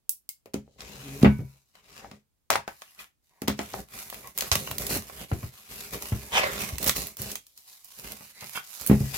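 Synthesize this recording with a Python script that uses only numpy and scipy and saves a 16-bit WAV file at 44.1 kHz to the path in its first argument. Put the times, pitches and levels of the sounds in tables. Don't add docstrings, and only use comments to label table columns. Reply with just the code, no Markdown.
import sys
import numpy as np
from scipy import signal
from scipy.fft import rfft, irfft
from scipy.io import wavfile
from scipy.ndimage import uniform_filter1d, map_coordinates

SR = 44100
rng = np.random.default_rng(int(sys.argv[2]) if len(sys.argv) > 2 else 0)


def file_out(sig):
    cols = np.atleast_2d(sig).T
    lim = np.clip(cols, -1, 1)
    pcm = np.round(lim * 32767).astype(np.int16)
    wavfile.write(sys.argv[1], SR, pcm)


N = 404397
T = np.arange(N) / SR


def undb(db):
    return 10 ** (np.asarray(db) / 20)


def unit(x):
    return x / np.sqrt(np.mean(x ** 2))


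def blow(x):
    power = np.atleast_2d(x ** 2).mean(axis=0)
    return x / np.sqrt(uniform_filter1d(power, size=353, mode="constant").max())


def fader(rows, edge_s=.15):
    s, db = np.transpose(rows)
    return undb(np.interp(T, np.r_[s[0] - edge_s, s, s[-1] + edge_s], np.r_[-120, db, -120]))


def convolve(x, response):
    x = np.atleast_2d(x)
    return signal.fftconvolve(x, np.atleast_2d(response), axes=-1)[:, :x.shape[1]]


def colour(x, points, size=4096):
    hz, db = np.transpose(points)
    freq = np.maximum(np.arange(size // 2 + 1) * SR / size, 1)
    cepstrum = irfft(np.log(undb(np.interp(np.log(freq), np.log(hz), db))))
    cepstrum[1:size // 2] *= 2
    cepstrum[size // 2 + 1:] = 0
    return convolve(x, irfft(np.exp(rfft(cepstrum))))


def add(track, s, sound):
    start = int(s * SR)
    part = sound[:, :N - start]
    track[:, start:start + part.shape[1]] += part


def sides(pan_db):
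    return undb(np.vstack([pan_db, -pan_db]) / 2)


def slips(rate, spread_db, shared, lag_ms):
    happens = rng.random(N) < rate / SR
    size = happens * undb(spread_db * np.minimum(rng.exponential(size=N), 5))
    clicks = size * rng.choice([-1, 1], N)
    direct = np.array([np.roll(clicks, int(lag_ms * SR / 1000)), clicks])
    flutter_level = np.sqrt(np.abs(uniform_filter1d(size ** 2, size=44, origin=-21)))
    flutter = flutter_level * rng.standard_normal((2, N))
    return np.sqrt(shared) * unit(direct) + np.sqrt(1 - shared) * unit(flutter)


def grip(rate, depth_db):
    knots = np.arange(0, T[-1] + 1, 1 / rate)
    return undb(depth_db * np.interp(T, knots, rng.standard_normal(len(knots))))


def hush(level_db=-76.5):
    # frequency in Hz, gain in dB.
    tone = [(20, 1), (60, 4), (150, -3), (500, -14), (2000, -22), (8000, -21.5), (16000, -22.5)]
    return undb(level_db) * unit(colour(rng.standard_normal((2, N)), tone))


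def room(x, wet_db, alike_below_hz=546):
    # frequency in Hz, seconds to fade by 60 dB.
    decays = [(100, 0.21), (500, 0.13), (2000, 0.2), (6000, 0.18), (15000, 0.16)]
    hz, t60 = np.transpose(decays)
    t = T[:SR // 2]
    freq = np.maximum(np.arange(len(t) // 2 + 1) * SR / len(t), 1)
    noise = rfft(rng.standard_normal((2, len(t))))
    alike = .88 * np.exp(-(freq / alike_below_hz) ** 2)
    noise[1] = alike * noise[0] + np.sqrt(1 - alike ** 2) * noise[1]
    bands = [irfft(noise * np.interp(np.log(freq), np.log(hz), pick)) for pick in np.eye(len(hz))]
    tail = sum(band * np.exp(-np.log(1000) * t / decay) for band, decay in zip(bands, t60))
    tail *= np.minimum(t / 0.00074, 1)
    tail /= np.sqrt(np.sum(tail ** 2) / 2)
    return x + undb(wet_db) * convolve(x, tail)


def metal(start_s=1.247, rise_s=0.0015):
    # pitch in Hz, level in dB, seconds to fade by 60 dB.
    modes = [(973, -48.5, 0.6), (1497, -35, 0.31), (1610, -60, .26), (2180, -41, 0.4), (2270, -38.5, 0.4)]
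    out, t = np.zeros((2, N)), T[:SR // 2]
    for hz, db, t60 in modes:
        phase = rng.uniform(0, np.pi / 2, (2, 1))
        shape = np.minimum(t / rise_s, 1) * np.exp(-np.log(1000) * t / t60)
        add(out, start_s, undb(db) * shape * np.sin(2 * np.pi * hz * t + phase))
    return out


def groan(hz=141, harmonics_db=(0, -2, -13)):
    # time in seconds, level in dB.
    levels = [(0.92, -58.5), (1.07, -43), (1.17, -36), (1.23, -48.5)]
    phase = 2 * np.pi * np.cumsum(hz * grip(rate=40, depth_db=.4)) / SR
    note = sum(undb(db) * np.sin(k * phase) * grip(rate=30, depth_db=5.5)
               for k, db in enumerate(harmonics_db, start=1))
    return fader(levels) * unit(note)


def drag(hollow_hz=760, hollow_width_hz=90, hollow_db=-10):
    # time in seconds, level in dB.
    levels = [(6.3, -64), (6.33, -31), (6.355, -24.5), (6.38, -18), (6.405, -31), (6.44, -26.5),
              (6.5, -37.5), (6.56, -49.5)]
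    # frequency in Hz at speed 1, gain in dB.
    tone = [(120, -56), (200, -37.5), (463, -10), (599, -5.5), (801, -4.5), (903, -11), (1190, -7.5),
            (1640, -8.5), (2660, -3.5), (3560, -19), (5100, -14), (12000, -38), (15600, -69), (22000, -120)]
    # time in seconds, speed as a factor on every frequency, the hollow ring's too.
    speeds = [(6.35, 1.25), (6.47, .72)]
    scrape = colour(slips(rate=1500, spread_db=1.0, shared=0.59, lag_ms=0.27), tone)
    hollow = signal.lfilter(*signal.iirpeak(hollow_hz, hollow_hz / hollow_width_hz, fs=SR), scrape)
    sound = unit(scrape) + undb(hollow_db) * unit(hollow)
    travel = np.cumsum(np.interp(T, *np.transpose(speeds))) % (N - 1)
    return fader(levels) * np.array([np.interp(travel, np.arange(N), side) for side in sound])


def wood():
    # pitch in Hz, level in dB, seconds to fade by 60 dB.
    modes = [(67.1, -3, .36), (135, -5.5, 0.27), (172, -8.5, 0.18), (211, -2, 0.24), (255, -20, 0.2),
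             (278, -5.5, 0.16), (387, -14.5, 0.04), (412, -8.5, 0.18), (485, -9, 0.09), (538, -5, .16),
             (600, -6, 0.16), (680, -9, 0.17), (820, -3.5, .1), (960, -1, 0.09)]
    t, ring = T[:SR // 2], 0
    for k, (hz, db, t60) in enumerate(modes):
        phase = np.array([[1], [-1]]) * (-1) ** k * min(hz / 1000, .8)
        ring += undb(db) * np.exp(-np.log(1000) * t / t60) * np.sin(2 * np.pi * hz * t + phase)
    return ring


def knocks(trim_db=-1, push_cycles=0.69, clack_trim_db=-1, clack_s=0.016, shudder_db=-13, shudder_s=0.027):
    # start in seconds, relative level in dB, pitch of the push in Hz, clack's offset in dB.
    hits = [(0.459, -46, 445, -8.5), (0.543, -25, 268, -15), (0.678, -55, 460, -22),
            (1.217, -25.5, 126, -14), (1.233, -6.5, 196, -46), (1.246, -12.5, 247, -5),
            (1.262, -10.5, 197, -18), (1.391, -25, 120, -27), (2.046, -41.5, 746, -21),
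            (2.116, -45, 203, -6), (2.503, -20, 1000, -1.5), (2.5559, -20, 950, -10),
            (2.679, -36.5, 910, -5), (3.42, -30.5, 250, -10), (3.483, -20, 243, -10.5),
            (3.592, -29, 270, -1), (3.741, -30, 720, -11), (4.518, -25, 70, -3.5), (4.56, -28.5, 126, -23),
            (4.713, -37, 95, -18), (4.908, -33, 414, -22), (4.964, -28.5, 219, -8.5),
            (5.315, -31.5, 214, -6), (5.324, -19.5, 95, -46), (5.429, -41, 169, -1.5),
            (5.437, -29, 94.4, -36), (6.121, -22, 128, -14.5), (6.129, -21.5, 73, -38),
            (6.728, -30, 71, -31), (6.865, -28.5, 193, -3), (7.2, -34.5, 94, -16), (8.207, -50, 159, 1),
            (8.423, -47, 128, 6.5), (8.898, -9.5, 177, -20), (8.913, -13.5, 247, -16),
            (8.929, -21, 215, -15), (9.007, -19.5, 121, -27)]
    # time in seconds, strength of the ring in dB (lower while the frame is held in the air).
    ring_levels = [(0, -42), (3.6, -43), (4.4, -51), (5.5, -55), (6.1, -48), (7.5, -50), (8.8, -42)]
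    # frequency in Hz, gain in dB.
    clack_tone = [(200, -11), (600, 14), (1500, 4.5), (2600, 3), (4000, -13), (12000, -35.5)]
    shudder_tone = [(25, -34), (42, -10), (62, 4), (100, 3.5), (200, -8), (400, -12), (800, -24),
                    (1600, -52.5)]
    out, t, frame = np.zeros((2, N)), T[:SR // 2], wood()
    when, ring = np.transpose(ring_levels)
    for s, db, hz, clack_db in hits:
        cycles = hz * t
        bend = np.sin(2 * np.pi * cycles) * cycles * np.exp(-2 * cycles / push_cycles)
        push = -np.gradient(bend)
        ring_db = np.interp(s, when, ring)
        hand_damping = np.exp(-t * (ring.max() - ring_db))
        thud = blow(push + undb(ring_db) * convolve(push, frame * hand_damping))
        noise = rng.standard_normal((3, len(t)))
        clack = blow(colour(noise[:2] * np.exp(-t / clack_s), clack_tone))
        shudder = blow(colour(noise[2] * t * np.exp(-2 * t / shudder_s), shudder_tone))
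        shudder *= min(205 / hz, 1)
        knock = thud + undb(clack_db + clack_trim_db) * clack + undb(shudder_db) * shudder
        add(out, s, undb(db + trim_db) * knock)
    return out * sides(0.84)


def squeaks(width_hz=50, blur_hz_per_s=1200, fall_s=0.0031):
    # start in seconds, length in seconds, level in dB, pitch in Hz.
    slides = [(0.292, 0.0047, -53, 2130), (1.983, 0.081, -51, 800), (2.677, 0.0035, -36, 820),
              (2.834, 0.073, -60.5, 2830), (2.953, 0.095, -53.5, 1400), (2.989, 0.0022, -44, 2480),
              (3.282, 0.14, -67, 986), (3.754, 0.042, -45.5, 780), (4.215, 0.069, -47, 1060),
              (4.665, 0.016, -37.5, 2870), (4.713, 0.003, -45, 2800), (8.332, 0.11, -48.5, 2120),
              (8.548, 0.012, -35, 1460), (8.572, 0.0057, -30.5, 1481), (8.597, 0.0041, -47, 1480)]
    # multiple of the patch's pitch, level in dB.
    modes = [(1, 5.5), (1.611, -9), (1.86, -3), (2.16, -3)]
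    out, t = np.zeros((2, N)), T[:8192]
    chatter = slips(rate=1200, spread_db=2, shared=.8, lag_ms=.1)
    for s, length, db, hz in slides:
        patch = sum(undb(mode_db) * np.sin(2 * np.pi * hz * ratio * t) for ratio, mode_db in modes)
        patch *= np.exp(-np.pi * (width_hz + blur_hz_per_s * length) * t)
        pressure = np.minimum(2 * t / length, 1) * np.exp(-np.maximum(t - length, 0) / fall_s)
        friction = chatter[:, int(s * SR):][:, :len(t)] * pressure
        add(out, s, undb(db) * blow(convolve(friction, patch)))
    return out


def wrinkles(x, depth_db, patches_per_octave=9, changes_per_s=14):
    hz, s, bins = signal.stft(x, SR, nperseg=512)
    place = patches_per_octave * np.log2(np.clip(hz, 400, 12800) / 400)
    moment = changes_per_s * s
    tightness = rng.standard_normal((int(place[-1]) + 2, int(moment[-1]) + 2))
    depth = depth_db * np.interp(hz, [3000, 6000], [1, .3])[:, None]
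    db = depth * map_coordinates(tightness, np.meshgrid(place, moment, indexing="ij"), order=1)
    return unit(signal.istft(bins * undb(db), SR)[1][:, :N])


def strokes(attack_s=0.021, release_s=.022):
    slides = [(0.634, 0.21, -70, 12, -14, 4), (0.779, .45, -46.5, 4, -4.5, -2.5),
              (1.25, .32, -60, -9, -7, -5), (1.58, 0.18, -71, -1.5, -10, -14.5),
              (1.735, 0.071, -62.5, -3, -0.5, -5.5), (1.815, 0.18, -55.5, 16.5, -3.5, -6),
              (2.01, 0.16, -59, -10, -4, 4.5), (2.66, 0.32, -59.5, -5.5, -6.5, -22),
              (2.975, 0.052, -48.5, -4.5, -2, -15), (3.22, 0.26, -71, 6.5, -10, -16.5),
              (3.566, 0.17, -46.5, -2, -4, -8), (3.724, 0.08, -44, -3, -6.5, 3),
              (3.869, 0.093, -51.5, 23, -4.5, -8), (3.97, 0.16, -47.5, -13, -5.5, -11.5),
              (4.114, .19, -50, -6, -5, -3.5), (4.342, 0.14, -45.5, 7, -7, -4),
              (4.56, 0.23, -43, -6.5, -7, -1), (4.785, 0.1, -40, -4, -5.5, 3.5),
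              (4.885, 0.087, -31, -4, -7.5, -1), (5.001, 0.17, -50, 2.5, -4.5, -3.5),
              (5.157, 0.066, -45.5, 8.5, -2.5, -0.5), (5.278, .2, -49.5, 1.5, -6, -6),
              (5.509, 0.35, -52, 0, -5.5, -15.5), (5.682, 0.27, -44.5, -0.5, -6.5, -8.5),
              (5.917, 0.085, -42, -18, -2, 0.5), (5.999, 0.38, -44.5, -8.5, -6, -6),
              (6.315, 0.078, -38.5, 3.5, 2, 0), (6.414, 0.2, -38.5, 6.5, -2, -3.5),
              (6.584, 0.16, -37, -8.5, -5, -5), (6.789, 0.087, -36, 10, -8.5, 0.5),
              (6.947, .17, -37.5, -24, -8.5, -6.5), (7.172, 0.15, -39.5, 1.5, -7.5, -4.5),
              (7.392, 0.22, -64.5, 4, -14.5, -18), (7.552, 0.17, -57, -2.5, -13.5, -27),
              (7.666, 0.16, -52.5, -11, -10.5, -28), (7.829, 0.19, -51.5, 2.5, -11, -24),
              (7.967, 0.068, -46, -8, -9.5, -9), (8.027, 0.11, -44, -3, -5, -4.5),
              (8.134, .17, -51, 0.5, -6.5, -18.5), (8.335, 0.22, -48, 12.5, -9, -28),
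              (8.419, 0.049, -56, -4, -2, 1.5), (8.546, 0.017, -29.5, -9, -1, -37),
              (8.62, .2, -46, 10, -10.5, -28), (8.796, 0.44, -42.5, 1.5, -7.5, -7),
              (9.122, 0.031, -36, 8, -4, -11)]
    power = np.zeros((3, N))
    for s, length, db, swell_db, rasp_db, drum_db in slides:
        t = T[:int((length + .3) * SR)]
        pressure = undb(db + swell_db * (np.minimum(t / length, 1) - .5))
        contact = np.minimum(t / attack_s, 1) * np.exp(-np.maximum(t - length, 0) / release_s)
        add(power, s, (undb([[0], [rasp_db], [drum_db]]) * pressure * contact) ** 2)
    return np.sqrt(power)


def rubbing(hiss_db=-4, sheen_db=4.0, rasp_db=1.5, drum_db=-3, hum_db=-9, crinkle_db=-9):
    # time in seconds, top octave's gain in dB.
    sheen_levels = [(0, -31.5), (1.3, -6), (2.1, -15.5), (2.9, -5.5), (3.6, -9), (3.95, -5.5), (6.2, -6.5),
                    (6.38, -6), (6.6, -9), (7.0, -7), (9.2, -6.5)]
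    # frequency in Hz, gain in dB.
    hiss_tone = [(1500, -44.5), (3000, -1), (5000, -1.5), (7000, -3.5), (8500, -11.5), (11000, -21.5),
                 (16000, -38)]
    sheen_tone = [(4000, -46.5), (8000, -4.5), (10500, 5), (12500, 6.5), (14500, 2.5), (16000, -5.5)]
    rasp_tone = [(250, -23.5), (550, -3.5), (900, 5.5), (1300, 2.5), (2500, 5), (3500, 8), (6000, -27)]
    drum_tone = [(25, -18.5), (55, 7.5), (110, 2.5), (210, 0.5), (400, -5), (650, -2), (1200, -29.5)]
    hum_tone = [(60, -20), (130, 0), (210, -11), (290, 1), (480, 7), (700, -5.5), (1200, -29.5)]
    hiss_gain, rasp_gain, drum_gain = strokes()
    fine = slips(rate=7800, spread_db=4, shared=0.04, lag_ms=.22)
    crinkle = slips(rate=220, spread_db=5.5, shared=.3, lag_ms=.2)
    film = wrinkles(fine + undb(crinkle_db) * crinkle, depth_db=3.5) * grip(rate=70, depth_db=1.3)
    hiss = undb(hiss_db) * unit(colour(film, hiss_tone))
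    sheen = undb(sheen_db) * fader(sheen_levels) * unit(colour(film, sheen_tone))
    rasp = undb(rasp_db) * unit(colour(film, rasp_tone)) * sides(0.51)
    judder = slips(rate=900, spread_db=3.5, shared=0.94, lag_ms=.1)
    drum = undb(drum_db) * unit(colour(judder, drum_tone))
    hum = undb(hum_db) * unit(colour(convolve(judder, wood()), hum_tone))
    return hiss_gain * (hiss + sheen) + rasp_gain * rasp + drum_gain * (drum + hum)


def rips(rise_s=0.0017, fall_s=0.012):
    # start in seconds, length in seconds, level in dB, relative brightness in dB per octave.
    tears = [(2.5, 0.037, -27.5, -5), (3.475, 0.028, -32.5, -4), (4.386, 0.081, -43, -5.5),
             (4.516, 0.0083, -21.5, -0.5), (6.861, 0.028, -26.5, 1.5)]
    # frequency in Hz, gain in dB.
    base_tone = [(100, -34.0), (700, -3.5), (6500, 8.0), (9000, 2), (12500, 10.5), (16000, -9.5)]
    out = np.zeros((2, N))
    breaks = slips(rate=700, spread_db=3.0, shared=0.079, lag_ms=.1)
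    for s, length, db, tilt_db in tears:
        t = T[:int((length + .05) * SR)]
        shape = np.minimum(t / rise_s, 1) * np.exp(-np.maximum(t - length, 0) / fall_s)
        tone = [(hz, base + (tilt_db - 2.0) * np.log2(hz / 1000)) for hz, base in base_tone]
        chain = breaks[:, int(s * SR):][:, :len(t)]
        add(out, s, undb(db) * shape * unit(colour(chain, tone)))
    return out


def snaps(trim_db=2, body_boost_db=9, flutter_db=-11, flutter_s=0.0024):
    # level, body near 1 kHz, edge near 13 kHz.
    buckles = [(0.0932, -30, -59.5, 10.5), (0.2908, -39, -37, 8), (0.458, -61, -2, 4),
               (0.5365, -50, -5, -4), (0.541, -38.5, -15, -4), (0.8061, -42.5, -5, -17),
               (1.2282, -37.5, 8, -15), (1.7539, -61, 8.5, -4.5), (2.114, -55.5, 6.5, -6),
               (2.5035, -25.5, -5.5, 0), (2.5569, -32.5, 5, -5.5), (2.678, -47.5, 13.5, 0.5),
               (2.8198, -50.5, 7.5, 1), (2.9968, -56, -3, -2), (3.4188, -43, -5, 3), (3.481, -30.5, 3.5, 0),
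               (3.591, -38.5, -0.5, -10), (3.7362, -43.5, -4, -11), (4.1003, -45.5, -3, 9),
               (4.1269, -57.5, 22, -10), (4.144, -49, 5, 9), (4.273, -50, -29, 9),
               (4.3768, -39.5, -0.5, 15), (4.3861, -32.5, -19, 5), (4.4083, -29, -19, 0.5),
               (4.422, -37.5, 4.5, 2), (4.5163, -23, 0.5, -14), (4.5549, -27, 2.5, 1), (4.675, -47, 12, 0),
               (4.7133, -40, 5, 8), (4.7829, -36, -10, 9.5), (4.8673, -35.5, -16, 6.5),
               (5.098, -57, 18, -6), (5.316, -58, 29, -4), (5.43, -63, 17, -4), (5.9455, -47.5, 11.5, 3),
               (6.0563, -47, 2, 2), (6.783, -37.5, -5.5, 5), (6.8282, -40, -7, 11), (6.843, -39, -1, 14),
               (6.863, -37, -9, 4), (6.878, -42.5, 9, 21), (6.895, -25, -0.5, 3), (6.9684, -42.5, -8, 11),
               (7.07, -47, -6, 15), (7.1696, -47.5, -8, 8.5), (7.2183, -38, -41, 8),
               (7.3166, -37.5, -24, 1), (7.3554, -37, -8.5, 4), (7.4674, -55.5, -22, 3.5),
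               (7.5764, -51.5, -22, 3), (7.8455, -55, -35, 12), (8.1202, -42.5, -13, 5),
               (8.409, -45, -12, -7.5), (8.864, -43, -8, 19.5), (8.8728, -37, -21, 12.5)]
    out, t = np.zeros((2, N)), T[:2048]
    places = rng.standard_normal((len(buckles), 2))
    for (s, db, body_db, edge_db), (across, pan_db) in zip(buckles, places):
        pulse = undb(flutter_db) * rng.standard_normal((2, len(t))) * np.exp(-t / flutter_s)
        left_delay = int(abs(5 + 4 * across))
        pulse[0, left_delay] += 1
        pulse[1, 0] += 1
        low_db = body_db + body_boost_db
        body = [(120, low_db - 19.5), (500, low_db - 2.5), (950, low_db), (2800, 0.33 * body_db + 8)]
        edge = [(6500, 6), (9000, 2 + edge_db / 2), (12500, 3 + edge_db), (16000, edge_db)]
        add(out, s, colour(blow(pulse), body + edge) * undb(db + trim_db) * sides(pan_db))
    return out


def scene():
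    # time in seconds, how much louder the left is than the right in dB.
    hand_pan = [(0.0, 2.5), (1.07, 3.5), (1.33, 1.5), (1.84, 2.5), (5.29, -1.0), (5.67, 2.5), (6.84, -3),
                (7.1, 0), (7.38, -0.5), (7.46, 2), (8.58, -3.5), (8.63, 7), (8.71, -6.5), (9.17, 5.5)]
    film = snaps() + rubbing() + rips() + drag() + squeaks()
    film *= sides(np.interp(T, *np.transpose(hand_pan)))
    return hush() + room(film, wet_db=-5) + room(knocks() + groan(), wet_db=-5.5) + metal()


def record(dry):
    left = colour(dry[0], [(4500, 0), (8000, -1.7), (16000, -2)])
    right = colour(dry[1], [(4500, 0), (8000, 1.3), (16000, 1.5)])
    rumble_cut = signal.butter(2, 24, "highpass", fs=SR, output="sos")
    top_cut = signal.ellip(8, .2, 70, 15900, fs=SR, output="sos")
    clipped = np.clip(signal.sosfilt(rumble_cut, np.vstack([left, right])), -1, 1)
    return signal.sosfilt(top_cut, clipped)


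dry = scene()
out = record(dry)
file_out(out)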